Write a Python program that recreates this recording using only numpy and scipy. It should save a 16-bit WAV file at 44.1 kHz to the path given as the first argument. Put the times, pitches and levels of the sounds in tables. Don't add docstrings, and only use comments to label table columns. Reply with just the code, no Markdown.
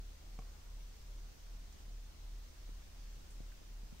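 import sys
import numpy as np
from scipy import signal
from scipy.fft import rfft, irfft
from scipy.io import wavfile
from scipy.ndimage import uniform_filter1d

SR = 44100
rng = np.random.default_rng(int(sys.argv[2]) if len(sys.argv) > 2 else 0)


def unload_wav(signal):
    wavfile.write(
        sys.argv[1],
        SR,
        np.round(np.clip(np.atleast_2d(signal).T, -1, 1) * 32767).astype(np.int16),
    )


N = 176400


def amp(db):
    return 10 ** (np.asarray(db) / 20)


def unit(x):
    return x / np.sqrt(np.mean(x ** 2) + 1e-30)


def add(mix, start_s, sound):
    part = mix[..., max(round(start_s * SR), 0):][..., :sound.shape[-1]]
    part += sound[..., :part.shape[-1]]


def pan(side_db):
    return amp([[side_db / 2], [-side_db / 2]])


def decay(t, t60_s):
    return np.exp(-np.log(1000) * t / t60_s)


def mode(t, hz, t60_s, db=0):
    return amp(db) * decay(t, t60_s) * np.sin(2 * np.pi * hz * t)


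def patchy_noise(spectrum, drift_db):
    cells = signal.stft(rng.standard_normal(N), nperseg=2048)[2]
    drift = uniform_filter1d(rng.standard_normal(cells.shape), size=12, axis=0)
    drift = unit(uniform_filter1d(drift, size=3, axis=1))
    white = signal.istft(cells * amp(drift_db * drift), nperseg=2048)[1][:N]
    hz, db = np.transpose(spectrum)
    colour_db = np.interp(np.log(np.fft.rfftfreq(N, 1 / SR) + 1), np.log(hz + 1), db)
    return unit(irfft(rfft(white) * amp(colour_db), N))


def air_rumble():
    # (frequency [Hz], relative density [dB])
    spectrum = [(3, 0), (20, -2), (38, -4.5), (55, -4.5), (66, -3.5), (90, -14), (120, -18), (160, -17),
                (210, -24.5), (270, -26), (500, -35), (1500, -59), (16000, -83)]
    return amp(-59) * patchy_noise(spectrum, drift_db=1)


def microphone_hiss():
    # (frequency [Hz], relative density [dB])
    spectrum = [(53, -32), (75, 5), (110, 0), (232, -5), (345, -6.5), (505, -8), (575, -8.5), (886, -10.5),
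                (1520, -13), (2290, -14), (6040, -13), (8530, -21), (10100, -25), (14300, -21.5),
                (15600, -21.5)]
    # (centre [Hz], half-width [Hz], lift [dB])
    ports = [(6330, 290, 2), (8730, 590, 4)]
    # (time [s], level [dB])
    contour = [(0.0, -69), (0.03, -68.5), (1.78, -68.5), (1.8, -66.5), (1.85, -69), (3.3, -68), (3.85, -69),
               (4.0, -68)]
    hz = np.fft.rfftfreq(N, 1 / SR)
    sides = []
    for centre_hz, width_hz, lift_db in ports:
        port_gain = amp(lift_db * np.exp(-((hz - centre_hz) / width_hz) ** 2))
        hiss = patchy_noise(spectrum, drift_db=1.5)
        sides.append(irfft(rfft(hiss) * port_gain, N))
    times_s, db = np.transpose(contour)
    wander_db = np.interp(np.arange(N) / SR, times_s, db - db.mean())
    return np.array(sides) * amp(-62 + wander_db)


def rock_reverb(sound, t60_s=0.32, top_hz=2560, gain_db=-18):
    t = np.arange(SR // 2) / SR
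    lowpass = signal.butter(1, top_hz, fs=SR)
    tail = signal.lfilter(*lowpass, rng.standard_normal((2, len(t)))) * decay(t, t60_s)
    tail /= np.linalg.norm(tail[0])
    return amp(gain_db) * signal.fftconvolve(sound, tail, axes=1)[:, :N]


def tap(t, cut_hz, snap_db=-18, snap_decay_s=0.0028):
    # (frequency [Hz], relative level [dB], t60 [s])
    body = [(145, 5.5, 0.029), (254, -1.5, 0.018), (450, -8.5, 0.057), (596, -13, 0.05), (747, -3.5, 0.045),
            (1090, -2.5, 0.021), (1490, -25, .02), (2296, -9, 0.019), (4940, -17, 0.017),
            (6130, -15, 0.022)]
    ring = sum(mode(t, hz, t60_s, db) for hz, db, t60_s in body)
    snap = amp(snap_db) * np.exp(-t / snap_decay_s) * rng.standard_normal((2, len(t)))
    return signal.lfilter(*signal.butter(1, cut_hz, "high", fs=SR), ring + snap)


def bump(t, hz, t60_s, rise_s=0.00054):
    push = mode(t, hz, t60_s)
    thud = mode(t, hz=125, t60_s=0.022, db=-11.5)
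    shell = mode(t, hz=457, t60_s=0.03, db=-23)
    return -2 * (1 - np.exp(-t / rise_s)) * (push + thud + shell)


def creak(t, hz, width, decay_s, rise_s=0.00021):
    peak = signal.iirpeak(hz, 1 / width, SR)
    slip = rng.standard_normal((2, len(t)))
    ring = unit(signal.lfilter(*peak, signal.lfilter(*peak, slip)))
    return ring * (1 - np.exp(-t / rise_s)) * np.exp(-t / decay_s)


def handling(left_lag_s=0.0014):
    # (time [s], gain [dB], bass cut [Hz])
    taps = [(0.3899, -45.5, 49.7), (0.4215, -54, 1000), (2.690, -61, 500)]
    # (time [s], gain [dB], pitch [Hz], t60 [s], left minus right [dB])
    bumps = [(.015, -56.5, 159, 0.02, 0), (.228, -53.5, 400, 0.0084, -9), (1.742, -56, 268, 0.02, 0),
             (1.88, -52.5, 185, 0.016, 0), (2.691, -50.5, 290, 0.012, 12), (3.403, -41, 240, 0.0096, 4.5),
             (3.616, -53, 315, 0.014, -7), (3.714, -56, 190, 0.012, 0), (3.833, -54.5, 189, 0.027, -7),
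             (3.9242, -49.5, 181, 0.05, -1.5)]
    # (time [s], gain [dB], pitch [Hz], width [x pitch], decay [s], left minus right [dB])
    creaks = [(.806, -66, 2620, .4, .005, -5), (1.466, -64, 1430, .4, .005, -8),
              (1.724, -65, 7200, 0.45, .008, -11), (2.822, -65, 1800, .4, .005, -5),
              (3.274, -67, 1500, .4, .005, -4), (3.306, -63.5, 8350, .4, 0.017, -4),
              (3.517, -61, 1620, 0.15, 0.009, -5)]
    t = np.arange(SR // 10) / SR
    out = np.zeros((2, N))
    for start_s, db, cut_hz in taps:
        add(out, start_s, amp(db) * tap(t, cut_hz))
    for start_s, db, hz, t60_s, side_db in bumps:
        left, right = amp(db) * pan(side_db) * bump(t, hz, t60_s)
        add(out[0], start_s + left_lag_s, left)
        add(out[1], start_s, right)
    for start_s, db, hz, width, decay_s, side_db in creaks:
        add(out, start_s, amp(db) * pan(side_db) * creak(t, hz, width, decay_s))
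    return out


def hums(gain_db=3.5, beat_peak_s=0.392, sag_start_s=2.57):
    # (pitch [Hz], level before gain [dB], 2nd and 3rd harmonic [dB re fundamental], sag [Hz])
    tones = [(36.44, -55, -12, -26, .26), (39.0, -52.4, -36, -40, 0)]
    t = np.arange(N) / SR
    since_sag_s = np.maximum(t - sag_start_s, 0)
    offset_cycles = rng.random()
    out = np.zeros(N)
    for hz, db, second_db, third_db, sag_hz in tones:
        phase = 2 * np.pi * (hz * (t - beat_peak_s) - sag_hz * since_sag_s + offset_cycles)
        harmonics = amp(second_db) * np.cos(2 * phase) + amp(third_db) * np.cos(3 * phase)
        out += amp(db) * (np.cos(phase) + harmonics)
    return amp(gain_db) * out


def scene():
    hand = handling()
    return hums() + air_rumble() + microphone_hiss() + hand + rock_reverb(hand)


def record(dry):
    edge_hz = 15760
    lowpass = signal.firwin(1023, edge_hz, window=("kaiser", 9), fs=SR)
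    return signal.oaconvolve(dry, lowpass[None], "same")


dry = scene()
out = record(dry)
unload_wav(out)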